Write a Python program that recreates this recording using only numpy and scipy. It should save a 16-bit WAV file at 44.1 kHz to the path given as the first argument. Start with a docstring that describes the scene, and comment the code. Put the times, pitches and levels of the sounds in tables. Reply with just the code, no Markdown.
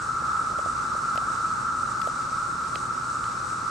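"""Cicada chorus in the trees

A dense chorus on a hand-held microphone, close above a stone slab. Many far cicadas click their
tymbals and merge into one whirring drone near 1.3 kHz; others hiss, the nearest in swells about three
times a second. Small handling knocks, ticks and scuffs sit over a faint machine hum and outdoor rumble."""
import sys
import numpy as np
from scipy import signal
from scipy.fft import rfft, irfft
from scipy.io import wavfile

SR = 44100
rng = np.random.default_rng(int(sys.argv[2]) if len(sys.argv) > 2 else 0)


def materialize(psi):
    """Save the field psi as 16-bit PCM at rate SR to the path in sys.argv[1].

    A 1-D psi becomes a single channel; in a 2-D psi each row is a channel.
    """
    bounded = np.clip(np.atleast_2d(psi).T, -1, 1)
    quanta = np.round(bounded * 32767).astype(np.int16)
    wavfile.write(sys.argv[1], SR, quanta)


N = 163170
T = np.arange(N) / SR


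def droning_cicada(pitch_hz, wander_hz=10.2, ring_width_hz=72, clicks_per_s=170, swell_db=2):
    """One cicada: a train of tymbal clicks rings its hollow abdomen, whose pitch wanders."""
    click_rate = clicks_per_s * rng.uniform(.7, 1.3) * (1 + .35 * drift(120))
    clicks = np.diff(np.floor(np.cumsum(click_rate) / SR), prepend=0)
    carrier = np.exp(2j * np.pi * np.cumsum(pitch_hz + wander_hz * drift(4)) / SR)
    pole = np.exp(-np.pi * ring_width_hz / SR)
    # Shift down, low-pass, shift back: a resonance that follows the pitch.
    ring = carrier * signal.lfilter([(1 - pole) ** 2], [1, -2 * pole, pole ** 2], clicks * carrier.conj())
    return unit(ring.real) * amp(swell_db * drift(3.25))


def cicada_drone(count=20, pitch_hz=1328.7, spread_hz=19, width=0.4, trees_t60=0.15):
    """The nearer droning cicadas, scattered by the trees, over the blur of the farthest ones."""
    # Spectrum of the farthest cicadas. 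Each row: frequency in Hz, relative level in dB.
    far_spectrum = [(440, -58), (740, -30.5), (835, -18), (1020, -19), (1140, -8.5), (1320, 0),
                    (1360, -3.5), (1470, -12), (1720, -25.5), (2000, -37), (2600, -73), (4400, -120)]
    # Rise and fall of the whole drone. Each row: time in seconds, gain in dB.
    contour = [(0, -30), (.18, -31), (.34, -27), (.52, -31.5), (.8, -30), (1.1, -29), (1.5, -29.5),
               (2.2, -31), (2.5, -31), (3.18, -31.5), (3.26, -29), (3.35, -31.5), (3.7, -31.3)]
    voices = np.array([droning_cicada(pitch_hz + spread_hz * step) for step in np.linspace(-1, 1, count)])
    mid = unit(scatter(voices[::2].sum(0), trees_t60)[0])
    side = width * unit(scatter(voices[1::2].sum(0), trees_t60)[1])
    near = amp(-2.5) * unit(np.array([mid + side, mid - side]))
    far = amp(0.5) * diffuse_noise(far_spectrum)
    return (near + far) * amp(np.interp(T, *np.transpose(contour)))


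def cicada_hiss(bed_db=-45.5, buzz_db=-49, rise_s=0.019, fall_s=0.035):
    """A steady bed of hissing cicadas, and a nearer, brighter one that buzzes in swells."""
    # Spectra of the bed and the near cicada. Each row: frequency in Hz, relative level in dB.
    bed_spectrum = [(1500, -10), (2000, -1), (2650, -3.5), (3150, -8), (3900, -1.5), (4880, -3.5),
                    (5620, 0), (6520, -3), (8140, -1), (8630, -4.5), (11400, -23.5), (14400, -31)]
    buzz_spectrum = [(4000, -18), (6300, -6.5), (7200, -1.5), (8200, 0.5), (8800, -4), (10500, -19),
                     (14000, -43)]
    # The near cicada's swells. Each row: start in seconds, length in seconds, relative level in dB.
    swells = [(0, 0.14, 0), (0.314, 0.19, -4), (0.567, 0.19, -1.5), (0.806, 0.13, -6), (0.952, 0.2, -3.5),
              (1.143, 0.26, -4), (1.408, 0.25, -4), (1.75, 0.11, -1), (1.872, 0.077, 1), (2.007, .25, -2),
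              (2.34, 0.25, -3), (2.657, 0.25, -3), (3.022, 0.29, -2), (3.362, .26, -3)]
    effort = np.zeros(N)
    for start, length, db in swells:
        ramps = np.minimum((T - start) / rise_s, (start + length - T) / fall_s)
        effort += amp(db) * np.clip(ramps, 0, 1)
    buzz = amp(buzz_db + 1.5 * drift(24.88)) * effort * diffuse_noise(buzz_spectrum)
    bed = amp(bed_db + 0.62 * drift(18)) * diffuse_noise(bed_spectrum)
    return pan(buzz + bed, -0.6)


def handling_knocks(rise_s=0.0016, t60=0.013, echo_gain=0.26):
    """Dull knocks at the microphone: each rings one damped mode, with brief reflections."""
    # The knocks. Each row: start in seconds, peak in dB before panning, pitch in Hz, left over right in dB.
    knocks = [(.222, -33, 493, 12), (.5865, -26.5, 580, -7), (.5915, -29, 600, 17.5), (.66, -27, 610, -12),
              (.951, -31.5, 575, -13), (1.156, -28.5, 616, 0), (1.1765, -25.5, 655, 11),
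              (1.221, -31, 760, 8), (1.301, -35.5, 590, -5), (1.403, -36, 610, -6),
              (2.0732, -22, 610, -8.5), (2.758, -29.5, 580, 7)]
    t, mix = T[:SR // 10], np.zeros((2, N))
    envelope = np.minimum(t / rise_s, 1) * amp(-60 * t / t60)
    for start, db, hz, pan_db in knocks:
        ring = envelope * np.sin(2 * np.pi * hz * t)
        add(mix, start, pan(at_peak(ring, db), pan_db))
    return mix + echo_gain * scatter(mix, t60=0.068)


def handling_ticks(snap_edge_hz=6600, crack_edge_hz=10000, crack_t60=0.0085):
    """Sharp ticks at the microphone: a short ringing snap with a fine crack of noise on top."""
    # The ticks. Each row: start in seconds, snap and crack peaks in dB before panning,
    # left over right in dB.
    ticks = [(.588, -38, -41, 7), (1.1565, -37, -34, 0), (1.1763, -28.5, -43, 14), (2.0169, -26, -38, 14),
             (2.073, -40, -31, -7), (2.756, -23, -40, -8), (3.2402, -32.5, -52, -9)]
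    # What a tick rings. Each row: nominal frequency in Hz, relative level in dB, T60 in seconds.
    modes = [(1930, -2.5, 0.012), (2420, 0.5, 0.0085), (2840, 0, 0.011), (3270, -2.5, .010),
             (4080, 0.5, 0.0066), (4900, -2, 0.0062)]
    t, mix = T[:SR // 10], np.zeros((2, N))
    for start, snap_db, crack_db, pan_db in ticks:
        ring = np.zeros(len(t))
        for hz, db, t60 in modes:
            cycles = hz * rng.uniform(0.98, 1.06) * t + rng.random()
            ring += amp(db - 60 * t / t60) * np.sin(2 * np.pi * cycles)
        snap = signal.lfilter(*signal.butter(4, snap_edge_hz, fs=SR), ring)
        noise = signal.lfilter(*signal.butter(1, crack_edge_hz, fs=SR), rng.standard_normal(len(t)))
        crack = noise * amp(-60 * t / crack_t60)
        add(mix, start, pan(at_peak(snap, snap_db) + at_peak(crack, crack_db), pan_db))
    return mix


def handling_scuffs(slips_per_s=900, low_hz=130, high_hz=820):
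    """Soft rubbing: sparse slips heard through a dull body."""
    # The scuffs. Each row: start in seconds, length in seconds, level at mid-scuff in dB.
    scuffs = [(0.399, 0.065, -44.5), (.47, 0.1, -42), (0.651, 0.028, -40)]
    mix = np.zeros((2, N))
    body = signal.butter(2, (low_hz, high_hz), "band", fs=SR, output="sos")
    for start, length, db in scuffs:
        slips = rng.standard_normal(N) * (rng.random(N) < slips_per_s / SR)
        rub = unit(signal.sosfilt(body, slips[:round(length * SR)]))
        add(mix, start, amp(db) * rub * np.sqrt(np.hanning(len(rub))))
    return mix


def machine_hum(pitch_hz=120.3, waver=0.00777, flicker_db=1.8):
    """A far machine hums, wavering in pitch and level."""
    # The hum's partials. Each row: harmonic number, mean level in dB.
    harmonics = [(1, -53.5), (2, -58), (3, -61)]
    phase = 2 * np.pi * np.cumsum(pitch_hz * (1 + waver * drift(8))) / SR
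    hum = np.zeros(N)
    for number, db in harmonics:
        gain = amp(db + flicker_db * drift(5.51))
        hum += gain * unit(np.sin(number * phase + 2 * np.pi * rng.random()))
    return hum


def outdoor_rumble(level_db=-43):
    """Low, steady rumble of the open air."""
    # The rumble's spectrum. Each row: frequency in Hz, relative level in dB.
    spectrum = [(12, -42), (20, -11.5), (87, -1.5), (124, -1), (182, -3), (242, -4), (411, -9.5),
                (547, -8.5), (627, -11), (740, -17.5), (960, -29), (1630, -120)]
    return amp(level_db) * diffuse_noise(spectrum)


def diffuse_noise(spectrum):
    """Stereo noise of rms 1 with the given spectrum, falling 60 dB an octave outside it."""
    # Likeness of left and right at the microphone. Each row: frequency in Hz, coherence from 0 to 1.
    likeness = [(30, .8), (80, 1), (160, 0.89), (270, 0.87), (440, 0.28), (730, 0.53), (1200, 0.56),
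                (2000, 0.42), (3260, 0.38), (5400, 0.72), (8900, 0.84), (14000, 0.9)]
    hz = np.fft.rfftfreq(N, 1 / SR)
    coherence = curve_at(likeness, hz)
    mid, side = rfft(rng.standard_normal((2, N))) * np.sqrt([1 + coherence, 1 - coherence])
    octaves_outside = np.abs(np.log2((hz + 1) / np.clip(hz + 1, spectrum[0][0], spectrum[-1][0])))
    gain = amp(curve_at(spectrum, hz) - 60 * octaves_outside)
    return unit(irfft(np.array([mid + side, mid - side]) * gain, N))


def scatter(x, t60):
    """A diffuse tail of reflections, different on each side, down 60 dB in t60 seconds."""
    tail = rng.standard_normal((2, N)) * amp(-60 * T / t60)
    return irfft(rfft(x) * rfft(tail / np.linalg.norm(tail[0])), N)


def drift(turns_per_s):
    """Random wandering of rms 1."""
    knots = rng.standard_normal(1024)
    return unit(np.interp(T * turns_per_s, np.arange(len(knots)), knots))


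def curve_at(points, hz):
    """Interpolates a table on a log-frequency axis."""
    point_hz, value = np.transpose(points)
    return np.interp(np.log(hz + 1), np.log(point_hz + 1), value)


def amp(db):
    """Decibels to gain."""
    return 10 ** (np.asarray(db) / 20)


def unit(x):
    """Scales to rms 1."""
    return x / np.sqrt(np.mean(x ** 2) + 1e-20)


def at_peak(x, db):
    """Scales to a peak level."""
    return amp(db) * x / abs(x).max()


def pan(x, db):
    """Tips the balance to the left by db."""
    return x * amp([[db / 2], [-db / 2]])


def add(mix, start_s, sound):
    """Mixes a sound in at its start time."""
    part = mix[:, round(start_s * SR):][:, :sound.shape[-1]]
    part += sound[..., :part.shape[1]]


def scene():
    """Chorus, background and handling as they meet at the microphone."""
    outdoors = cicada_drone() + cicada_hiss() + machine_hum() + outdoor_rumble()
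    return outdoors + handling_ticks() + handling_knocks() + handling_scuffs()


def record(dry):
    """The recorder's band limit, at 14.5 kHz."""
    lowpass = signal.firwin(511, 14500, window=("kaiser", 9), fs=SR)
    return signal.oaconvolve(dry, lowpass[None], "same")


dry = scene()
out = record(dry)
materialize(out)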